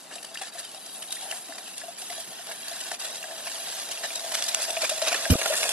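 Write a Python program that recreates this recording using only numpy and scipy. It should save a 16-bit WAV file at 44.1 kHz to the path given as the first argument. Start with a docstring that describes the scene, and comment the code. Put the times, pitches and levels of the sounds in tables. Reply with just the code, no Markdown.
"""Toy tractor on packed snow.

A small battery toy crawls between snow banks towards a hand-held camera. Plastic gears whir and labour
in surges under the motor's whizz. Treads crunch the crust and ring the panels, loose parts clack, the
hollow body drones and knocks. Faint open air behind. Near the end a bump on the camera: one low thump."""
import sys
import numpy as np
from scipy import signal
from scipy.fft import rfft, irfft, next_fast_len
from scipy.io import wavfile
from scipy.ndimage import uniform_filter1d, map_coordinates

SR = 44100
rng = np.random.default_rng(int(sys.argv[2]) if len(sys.argv) > 2 else 0)


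def transcribe(signal):
    """Save signal, clipped to [-1, 1], as a 16-bit WAV file at the path in sys.argv[1]."""
    frames = np.atleast_2d(signal).T
    limited = np.clip(frames, -1, 1)
    pcm = np.round(limited * 32767).astype(np.int16)
    wavfile.write(sys.argv[1], SR, pcm)


N = 252472
T = np.arange(N) / SR

# Table levels are relative: trims and filters follow.
# gear whir spectrum: f/Hz, gain/dB
WHIR_EQ = [(100, -35), (250, -14), (500, -3), (850, 1.5), (1100, 1), (2150, -1.5), (3200, -0.5),
           (5700, 5.5), (6600, 3.5), (8000, 3), (13000, -43)]
# motor whizz spectrum: f/Hz, gain/dB
WHIZZ_EQ = [(4500, -17), (6500, 2), (7600, -1), (9000, 5.5), (10800, 4), (12100, 2.5), (12700, -11),
            (13200, -64)]
# whizz against the drive level: t/s, level/dB
WHIZZ_SHARE = [(0, 1.5), (0.15, -2.5), (0.7, -1), (1.3, 0), (2.35, -1.5), (3.4, 0.5), (4.05, -0.5),
               (5.35, -4.5), (5.65, -1)]
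# motor whine against the drive level: t/s, f/Hz, level/dB
WHINE_TRACK = [(0, 10350, -10.5), (1.1, 10360, -7.5), (1.3, 10120, -6.5), (2.3, 9990, -8.5),
               (3.05, 9990, -9), (3.14, 10780, -9), (3.65, 10540, -8), (3.8, 10280, -10), (5.72, 10330, -7)]
# treads bite, gears labour: start/s, rise/dB, hold/s
SURGES = [(0.107, 3, 0.068), (0.368, 3.5, 0.19), (0.578, 6, 0.029), (0.706, 1.5, 0.053), (0.923, 2, 0.026),
          (1.118, 3.5, 0.27), (1.98, 3, 0.23), (2.491, 3.5, 0.016), (2.676, 2.5, 0.37), (3.01, 2, 0.17),
          (3.445, 3, 0.39), (4.335, 3.5, 0.052)]
# gears fall slack: t/s, depth/dB
LULLS = [(0.07, 1.5), (0.32, 2), (0.512, 10.5), (1.952, 8), (2.975, 12.5), (4.75, 2.5)]
# gears scrape the housing: start/s, end/s, level/dB
GRINDS = [(0.752, 0.967, -51), (1.067, 1.246, -50), (2.0, 2.94, -54), (2.99, 4.19, -51)]
# gearbox housing: f/Hz, width/Hz, gain/dB
HOUSING_MODES = [(2840, 54, -6), (3290, 180, -2), (3850, 72, 3)]
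# plastic panels: f/Hz, width/Hz, far gain/dB, near gain/dB
PANEL_MODES = [(1745, 510, 5, 1), (2460, 116, -6, 8), (2756, 98, 8.5, 5.5), (3050, 216, 6, -7),
               (3425, 120, 0.5, 6), (3806, 162, 8.5, -3), (4583, 220, 0.5, -10.5), (5020, 99, -12, -13),
               (7560, 170, 1, -6), (9900, 2700, 2, -37)]
# big tread crunches: centre/s, level/dB, nominal half-length/s, brightness/dB
CRUNCHES = [(0.125, -42, 0.016, -8), (0.248, -37, 0.0036, 7), (0.348, -37, 0.0052, 11.5),
            (0.419, -33.5, 0.0063, 2.5), (0.593, -38.5, 0.0055, 10.5), (0.648, -41, 0.0049, 9),
            (1.025, -35.5, 0.0036, 9), (1.124, -29.5, 0.0036, 14), (1.155, -34, 0.0018, 23.5),
            (1.232, -38, 0.0091, 9), (1.313, -30.5, 0.0036, 5), (1.585, -37, 0.0042, -1),
            (2.127, -35.5, 0.0054, -0.5), (2.516, -35, 0.0044, -2), (2.683, -33, 0.0024, 15),
            (2.809, -32.5, 0.0058, 9), (2.918, -30, 0.0037, -0.5), (2.943, -32.5, 0.0046, 5),
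            (3.001, -34, 0.0055, 22), (3.05, -31.5, 0.0059, 10), (3.474, -34, 0.008, 0.5),
            (3.918, -29.5, 0.0071, 8), (4.045, -29.5, 0.011, 0), (4.156, -27, 0.0028, 18),
            (4.321, -29, 0.0039, 8), (4.349, -25.5, 0.0045, 11), (4.44, -26, 0.0034, 17),
            (4.488, -23, 0.0055, 13.5), (4.632, -27.5, 0.017, 23), (4.705, -26, 0.0042, 10),
            (4.822, -24.5, 0.0063, 4.5), (4.847, -24, 0.0083, 3), (4.8975, -21, 0.0041, 11),
            (5.023, -27.5, 0.0052, 8.5), (5.082, -23, 0.016, 1.5), (5.124, -23.5, 0.0095, 0.5),
            (5.149, -22, 0.0047, -8), (5.306, -21.5, 0.0057, 9), (5.418, -20, 0.0026, -9),
            (5.46, -20, 0.0027, -4), (5.483, -26.5, 0.0035, 9), (5.535, -26.5, 0.015, -21),
            (5.578, -25.5, 0.013, 27), (5.635, -22.5, 0.0082, 2), (5.692, -22.5, 0.0021, 9.5)]
# crunch spectrum: f/Hz, gain/dB
CRUNCH_EQ = [(100, -19), (300, -1.5), (600, 10.5), (1100, 3.5), (2000, -0.5), (3500, 0), (5500, 4.5),
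             (7000, 3), (10500, 2), (12400, -6), (13400, -84)]
# crust snaps: t/s, level/dB, f/Hz
SNAPS = [(0.374, -27.5, 3500), (1.1255, -20.5, 6400), (2.915, -24.5, 2510), (4.352, -15, 2600),
         (4.424, -16, 5000), (4.5462, -5.5, 5370), (4.619, -16, 4520), (4.821, -18, 2690),
         (4.896, -25, 3800), (5.018, -17, 3200), (5.083, -18, 2990), (5.145, -16, 3000),
         (5.2562, -20, 2400), (5.4143, -18, 2800), (5.459, -16.5, 2500), (5.631, -18, 2500)]
# hollow body: f/Hz, width/Hz, far gain/dB, near gain/dB
BODY_MODES = [(530, 78, -50, -4), (583, 49, -16, 11.5), (663.4, 41, 15, 18.5), (760, 49, 12, -4)]
# drive strains or slackens, drone follows: centre/s, change/dB, half-length/s
STRAINS = [(0.766, 7, 0.045), (0.997, 7, 0.028), (1.294, 9, 0.079), (1.547, 7, 0.06), (2.504, 9, 0.03),
           (3.076, 6, 0.088), (3.56, 2.5, 0.32), (4.434, -1.5, 0.1), (4.85, -14, 0.046), (4.992, -5, 0.016),
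           (5.106, -10, 0.036), (5.23, -5, 0.014), (5.575, -7, 0.011)]
# hard jolts to the body: t/s, level/dB
KNOCKS = [(0.16, -34), (0.411, -32), (0.551, -33.5), (1.324, -30), (1.835, -34), (1.881, -32),
          (2.096, -31.5), (2.18, -31.5), (2.711, -31.5), (2.914, -28.5), (3.24, -32.5), (3.468, -41),
          (4.036, -27.5), (4.4, -38), (4.59, -28), (4.768, -20.5), (4.828, -21), (4.914, -21.5),
          (4.965, -31), (5.019, -23), (5.072, -21.5), (5.123, -21.5), (5.256, -27), (5.432, -24),
          (5.499, -14.5), (5.524, -20.5)]
# loose parts hit the chassis: t/s, level/dB, f/Hz
CLACKS = [(0.183, -34, 2780), (0.356, -29.5, 1810), (0.373, -27.5, 2830), (0.422, -35, 3400),
          (0.648, -35, 3100), (1.025, -30.5, 3010), (1.169, -36, 1900), (1.324, -27, 1740),
          (1.524, -34.5, 1770), (1.816, -33, 1720), (2.099, -34, 2020), (2.915, -24.5, 1770),
          (3.228, -30.5, 2770), (3.24, -29, 1647), (3.974, -28, 2750), (4.037, -28, 1750),
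          (4.105, -28, 2460), (4.768, -22.5, 2510), (5.127, -22.5, 2820), (5.254, -21.5, 1625),
          (5.339, -25, 1240), (5.416, -19, 1670)]
# wheel drops into a rut: t/s, level/dB, f/Hz
THUDS = [(0.123, -44, 356), (1.489, -42, 295), (2.275, -43, 200)]
# camera shudders: start/s, length/s, f/Hz, level/dB, left minus right/dB
SHUDDERS = [(5.3003, 0.036, 86, -11.5, 0.5), (5.3011, 0.048, 255, -23, -9),
            (5.3005, 0.0069, 210, -13, -8.5), (5.305, 0.0267, 170, -21, -8), (5.321, 0.019, 480, -25.5, 9)]
# approach: t/s, distance/m
DISTANCE = [(0, 3.87), (1.7, 2.26), (3.3, 1.48), (4.2, 0.81), (4.7, 0.54), (5.72, 0.37)]
# path to the microphone ports: t/s, left port lag/ms, snow bounce lag/ms, left minus right/dB
PATH = [(0, 0.03, 1.1, 1.5), (2, 0.057, 1.2, 0), (4.2, 0.052, 1.05, 0), (5.1, 0.055, 1.52, -0.5),
        (5.72, 0.11, 2.5, -0.5)]
# open air spectrum: f/Hz, gain/dB
AIR_EQ = [(25, -36), (60, -28), (110, -11.5), (170, -3.5), (280, 0), (450, -2.5), (1000, -4), (4000, -17.5),
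          (13000, -60)]


def gears(drive_db, shaft_hz=40, wobble=0.038, throb_db=0.1, flutter_db=1.6):
    """Teeth tick densely, barely pulsed by an uneven shaft; the motor whizzes above."""
    shaft_rad = 2 * np.pi * np.cumsum(shaft_hz * (1 + wobble * walk(2.3))) / SR
    pulse_db = throb_db * (np.cos(shaft_rad) + np.cos(2 * shaft_rad))
    teeth = grains(rate_hz=5000, spread_db=0.5) * undb(pulse_db + flutter_db * walk(90))
    whir = plastic(teeth, WHIR_EQ, waver_db=2.5, panels_db=3.5)
    motor = grains(rate_hz=24000, spread_db=1.5) * undb(pulse_db)
    whizz = plastic(motor, WHIZZ_EQ, waver_db=5.5)
    return whir * undb(drive_db - 3) + whizz * undb(drive_db + curves(WHIZZ_SHARE)[0] - 4.5)


def gear_load_db(attack_s=0.004, release_s=0.012, lull_s=0.017):
    """Load jumps as the treads bite, holds, eases off; lulls dip it."""
    load_db = np.zeros(N)
    for start_s, rise_db, hold_s in SURGES:
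        attack = np.clip((T - start_s) / attack_s, 0, 1)
        release = np.exp(-np.maximum(T - start_s - hold_s, 0) / release_s)
        load_db += rise_db * attack * release
    for at_s, depth_db in LULLS:
        load_db -= depth_db * np.exp(-((T - at_s) / lull_s) ** 2)
    return load_db


def whine(drive_db, near_loss_db=12, tremble_hz=300, wander=0.009):
    """Thin motor tone with trembling pitch; sinks under the gears close by."""
    hz, share_db = curves(WHINE_TRACK)
    tone = np.sin(2 * np.pi * np.cumsum(hz * (1 + wander * walk(tremble_hz))) / SR)
    return unit(tone) * undb(drive_db + share_db - near_loss_db * nearness(T))


def grind(fade_s=0.016, waver_db=2.3):
    """Teeth scrape under load and ring the housing in spells."""
    teeth = ring(grains(rate_hz=1500, spread_db=3.5), hz=3430, width_hz=1800)
    scrape = unit(sum(undb(db) * ring(teeth, hz, width_hz) for hz, width_hz, db in HOUSING_MODES))
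    gate = sum(undb(db) * np.clip(np.minimum(T - start_s, end_s - T) / fade_s, 0, 1)
               for start_s, end_s, db in GRINDS)
    return scrape * undb(waver_db * walk(15)) * gate


def crunches(rows, trim_db=-2.5, ring_db=-8, crumble_db=-14, crumble_s=0.016):
    """Each crunch: a short swarm of cracks, settling crumbs, one ringing panel."""
    dull_power, bright_power, rings = np.zeros((3, N))
    ticks = grains(rate_hz=5000, spread_db=-2)
    for at_s, db, half_s, bright_db in rows:
        span = slice(max(int((at_s - 0.1) * SR), 0), int((at_s + 0.1) * SR))
        t = T[span] - at_s
        burst = undb(db + trim_db) ** 2 / (1 + (t / (0.87 * half_s)) ** 6)
        crumbs = undb(db + crumble_db) ** 2 * (t > 0) * np.exp(-np.abs(t) / crumble_s)
        power = burst + crumbs
        bright_ratio = undb(bright_db - 4) ** 2
        dull_power[span] += 2 * power / (1 + bright_ratio)
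        bright_power[span] += 2 * power * bright_ratio / (1 + bright_ratio)
        aim_hz = 2085 * 2 ** (bright_db / 14.5)  # sharper crunch, smaller panel
        panel_hz = min((mode[0] for mode in PANEL_MODES), key=lambda hz: abs(hz - aim_hz))
        panel = ring(ticks[span] * np.sqrt(power), panel_hz, width_hz=220)
        rings[span] += undb(ring_db) * unit(panel) * np.sqrt(power.mean())
    cracks = plastic(grains(rate_hz=7000, spread_db=2.5), CRUNCH_EQ, waver_db=2)
    treble = signal.sosfiltfilt(signal.butter(2, 3200, "high", fs=SR, output="sos"), cracks)
    return (cracks - treble) * np.sqrt(dull_power) + treble * np.sqrt(bright_power) + rings


def lugs(level_db, rate_hz=11, jitter_s=0.02, spread_db=3.5, near_loss_db=7, half_s=0.003, count=90):
    """Lugs land unevenly, harder under load, less prominent close by: crunch and jolt rows."""
    late, crunch, bright, jolt = np.sqrt(3) * rng.uniform(-1, 1, (count, 4)).T
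    at_s = (np.arange(count) + 0.5) / rate_hz + jitter_s * late
    lug_db = np.interp(at_s, T, level_db) - near_loss_db * nearness(at_s)
    crunch_db = lug_db - 34.5 + spread_db * crunch
    jolt_db = lug_db - 38 + spread_db * jolt
    bright_db = 6 + 4 * bright
    crunch_rows = np.column_stack([at_s, crunch_db, np.full(count, half_s), bright_db])
    jolt_rows = np.column_stack([at_s, jolt_db])
    inside = (at_s > 0) & (at_s < T[-1])
    return list(crunch_rows[inside]), list(jolt_rows[inside])


def snaps(decay_s=0.0012):
    """Crust breaks at once: a bright crack."""
    out, t = np.zeros(N), T[:N // 500]
    for at_s, db, hz in SNAPS:
        crack = unit(ring(rng.standard_normal(len(t)), hz, width_hz=6000))
        add_at(out, at_s, undb(db) * crack * np.exp(-t / decay_s))
    return butter(out, 3, [450, 10500], "band")


def grit(drive_db, share_db=-8, near_loss_db=2):
    """Ice crystals snap under the lugs: fine treble ticks."""
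    ticks = butter(grains(rate_hz=700, spread_db=2.5), 3, [2200, 10500], "band")
    return unit(ticks) * undb(drive_db + share_db - near_loss_db * nearness(T))


def body(drone_db, jolts, flutter_db=2, attack_s=0.003, decay_s=0.012, far_hz=700, near_hz=630):
    """Running gear keeps the hollow shell droning; jolts set it chattering, each at its own pitch."""
    strain_db = sum(db * np.exp(-((T - at_s) / half_s) ** 4) for at_s, db, half_s in STRAINS)
    drive = grains(rate_hz=1100, spread_db=0.5) * undb(flutter_db * walk(24.97))
    shell = unit(turning_modes(drive, BODY_MODES, waver_db=-1.5)) * undb(drone_db + strain_db)
    t = T[:SR // 12]
    push = (1 - np.exp(-t / attack_s)) * np.exp(-t / decay_s)
    chatter = 1 + 0.64 * (walk(220) + 1j * walk(220))  # roughens level and phase
    for at_s, db in jolts:
        hz = (far_hz + (near_hz - far_hz) * nearness(at_s)) * (1 + 0.032 * rng.standard_normal())
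        knock = undb(db - 6.5) * push / push.max() * np.exp(2j * np.pi * hz * t)
        rough = chatter[int(at_s * SR):][:len(t)]
        add_at(shell, at_s, np.imag(rough * knock[:len(rough)]))
    return butter(shell, 2, [260, 1800], "band")  # a small shell radiates little bass


def clacks(decay_s=0.0057, tick_s=0.001, pair_ratio=1.13, pair_db=-7, tick_db=-4, trim_db=-1):
    """A loose part hits the chassis: dry tick, then two close panel modes."""
    out, t = np.zeros(N), T[:SR // 12]
    for at_s, db, hz in CLACKS:
        phase = 2 * np.pi * hz * t
        panel = (np.sin(phase) + undb(pair_db) * np.sin(pair_ratio * phase)) * np.exp(-t / decay_s)
        tick = unit(ring(rng.standard_normal(len(t)), hz, width_hz=3000)) * np.exp(-t / tick_s)
        add_at(out, at_s, undb(db + trim_db) * (panel + undb(tick_db) * tick))
    return butter(out, 2, [700, 6000], "band")


def thuds(width_hz=170, decay_s=0.016, trim_db=-2):
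    """A soft tyre lands on packed snow: a short dull burst."""
    out, t = np.zeros(N), T[:SR // 10]
    for at_s, db, hz in THUDS:
        burst = rng.standard_normal(len(t)) * np.exp(-t / decay_s)
        thud = ring(ring(burst, hz, width_hz), hz, width_hz)
        add_at(out, at_s, undb(db + trim_db) * thud / np.abs(thud).max())
    return butter(out, 2, 140, "high")


def bump(release_s=5.3557, tick_s=0.00051, tick_db=-12.5):
    """The camera shudders during contact; a dull tick on release."""
    out = pan(0) * undb(tick_db) * np.exp(-((T - release_s) / tick_s) ** 2)
    for start_s, length_s, hz, db, pan_db in SHUDDERS:
        contact = signal.windows.tukey(int(length_s * SR), 0.67)
        shudder = contact * np.sin(2 * np.pi * hz * T[:len(contact)])
        add_at(out, start_s, pan(pan_db) * undb(db) * shudder)
    return out


def rasp(start_s=5.302, length_s=0.041, hz=12300, width_hz=3200, db=-33):
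    """A brief high rasp on the thump."""
    hiss = unit(ring(ring(rng.standard_normal(N), hz, width_hz), hz, width_hz))
    return undb(db) * hiss * np.sin(np.pi * np.clip((T - start_s) / length_s, 0, 1))


def snow_lane(x, cracks, bounce_gain=0.068, banks_ms=(0.9, 1.45), lump_ms=0.37, lumps=3):
    """Direct sound, snow bounce and scatter off lumpy banks reach two ports; cracks mostly direct."""
    port_ms, bounce_ms, pan_db = curves(PATH)
    arrival = x + cracks + bounce_gain * delay(x, bounce_ms)
    analytic = signal.hilbert(x + undb(-7) * cracks, next_fast_len(N))[:N]
    echoes = np.zeros((2, N))
    for side, bank_ms in enumerate(banks_ms):
        for k in range(lumps):
            lag_s = (bank_ms + lump_ms * k ** 1.3) / 1000
            phase_drift = np.exp(1j * np.pi * walk(45))
            add_at(echoes[side], lag_s, np.real(analytic * phase_drift) / np.sqrt(lumps))
    scatter = colour(echoes, [(650, -9), (2500, -1.8), (8000, 0.8)])
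    ports = np.array([delay(arrival, port_ms), arrival]) + scatter
    return ports * undb(np.array([pan_db, -pan_db]) / 2)


def open_air(db=-53.5):
    """Faint low rush, partly different at each port."""
    common, left, right = rng.standard_normal((3, N))
    return unit(colour(common + np.array([left, right]), AIR_EQ)) * undb(db)


def plastic(x, eq, waver_db, panels_db=0):
    """Excitation plus panel resonances, coloured; rms 1."""
    return unit(colour(x + undb(panels_db) * turning_modes(x, PANEL_MODES, waver_db), eq))


def turning_modes(x, modes, waver_db):
    """Mode levels waver as the toy rocks and shift as it turns side-on."""
    near = nearness(T)
    return sum(ring(x, hz, width_hz) * undb(far_db + near * (near_db - far_db) + waver_db * walk(9.7))
               for hz, width_hz, far_db, near_db in modes)


def nearness(at_s):
    """0 far off, 1 close and side-on at the end."""
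    return (at_s / T[-1]) ** 2


def grains(rate_hz, spread_db):
    """Random clicks of uneven size; rms 1."""
    size = undb(spread_db * np.minimum(rng.standard_exponential(N), 4))
    return unit((rng.random(N) < rate_hz / SR) * size * rng.standard_normal(N))


def walk(rate_hz):
    """Random steps, smoothed twice; spread near 1."""
    hold = max(int(SR / rate_hz), 1)
    steps = np.repeat(rng.standard_normal(N)[:N // hold + 1], hold)
    return 1.204 * uniform_filter1d(uniform_filter1d(steps, hold), hold)[:N]


def colour(x, eq):
    """Filter by (f/Hz, gain/dB) points."""
    hz, db = np.transpose(eq)
    size = next_fast_len(N + 4096)
    bins_hz = np.maximum(np.fft.rfftfreq(size, 1 / SR), 1)
    gain = undb(np.interp(np.log(bins_hz), np.log(hz), db))
    return irfft(rfft(x, size) * gain, size)[..., :N]


def ring(x, hz, width_hz):
    """One resonance."""
    return signal.lfilter(*signal.iirpeak(hz, hz / width_hz, SR), x)


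def butter(x, order, hz, kind):
    """Causal filter, flat passband."""
    return signal.sosfilt(signal.butter(order, hz, kind, fs=SR, output="sos"), x)


def delay(x, ms):
    """Moving delay."""
    return map_coordinates(x, [np.arange(N) - ms * SR / 1000], order=3)


def add_at(out, at_s, x):
    """Mix x in place, cut at the end of out."""
    span = out[..., int(at_s * SR):][..., :x.shape[-1]]
    span += x[..., :span.shape[-1]]


def curves(table):
    """Columns after t/s, interpolated per sample."""
    at_s, *columns = np.transpose(table)
    return [np.interp(T, at_s, column) for column in columns]


def pan(db):
    """Stereo gains for left minus right."""
    return undb(np.array([[db], [-db]]) / 2)


def undb(db):
    """dB to gain."""
    return 10 ** (np.asarray(db) / 20)


def unit(x):
    """Scale to rms 1."""
    return x / np.sqrt(np.mean(x ** 2))


def scene(rattle_low_hz=110, rattle_top_hz=12900):
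    """The tractor in its lane, drive and drone scaled by 1 / distance; bump and open air."""
    distance_db = -20 * np.log10(curves(DISTANCE)[0])
    level_db = distance_db + gear_load_db()
    drive_db, drone_db = level_db - 37.5, distance_db - 47
    lug_crunches, lug_jolts = lugs(level_db)
    rattle = gears(drive_db) + whine(drive_db) + grind() + crunches(list(CRUNCHES) + lug_crunches)
    rattle = snow_lane(rattle, cracks=grit(drive_db) + snaps() + clacks())
    rattle = butter(rattle, 2, rattle_low_hz, "high")
    rattle = signal.sosfilt(signal.ellip(8, 0.2, 60, rattle_top_hz, fs=SR, output="sos"), rattle)
    rest = thuds() + open_air() + bump() + rasp() * pan(-12)
    shell = body(drone_db, list(KNOCKS) + lug_jolts) * pan(4)
    return rattle + shell + rest


def record(dry):
    """Steep low-pass at 14.1 kHz."""
    return signal.sosfilt(signal.ellip(10, 0.2, 80, 14100, fs=SR, output="sos"), dry)


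dry = scene()
out = record(dry)
transcribe(out)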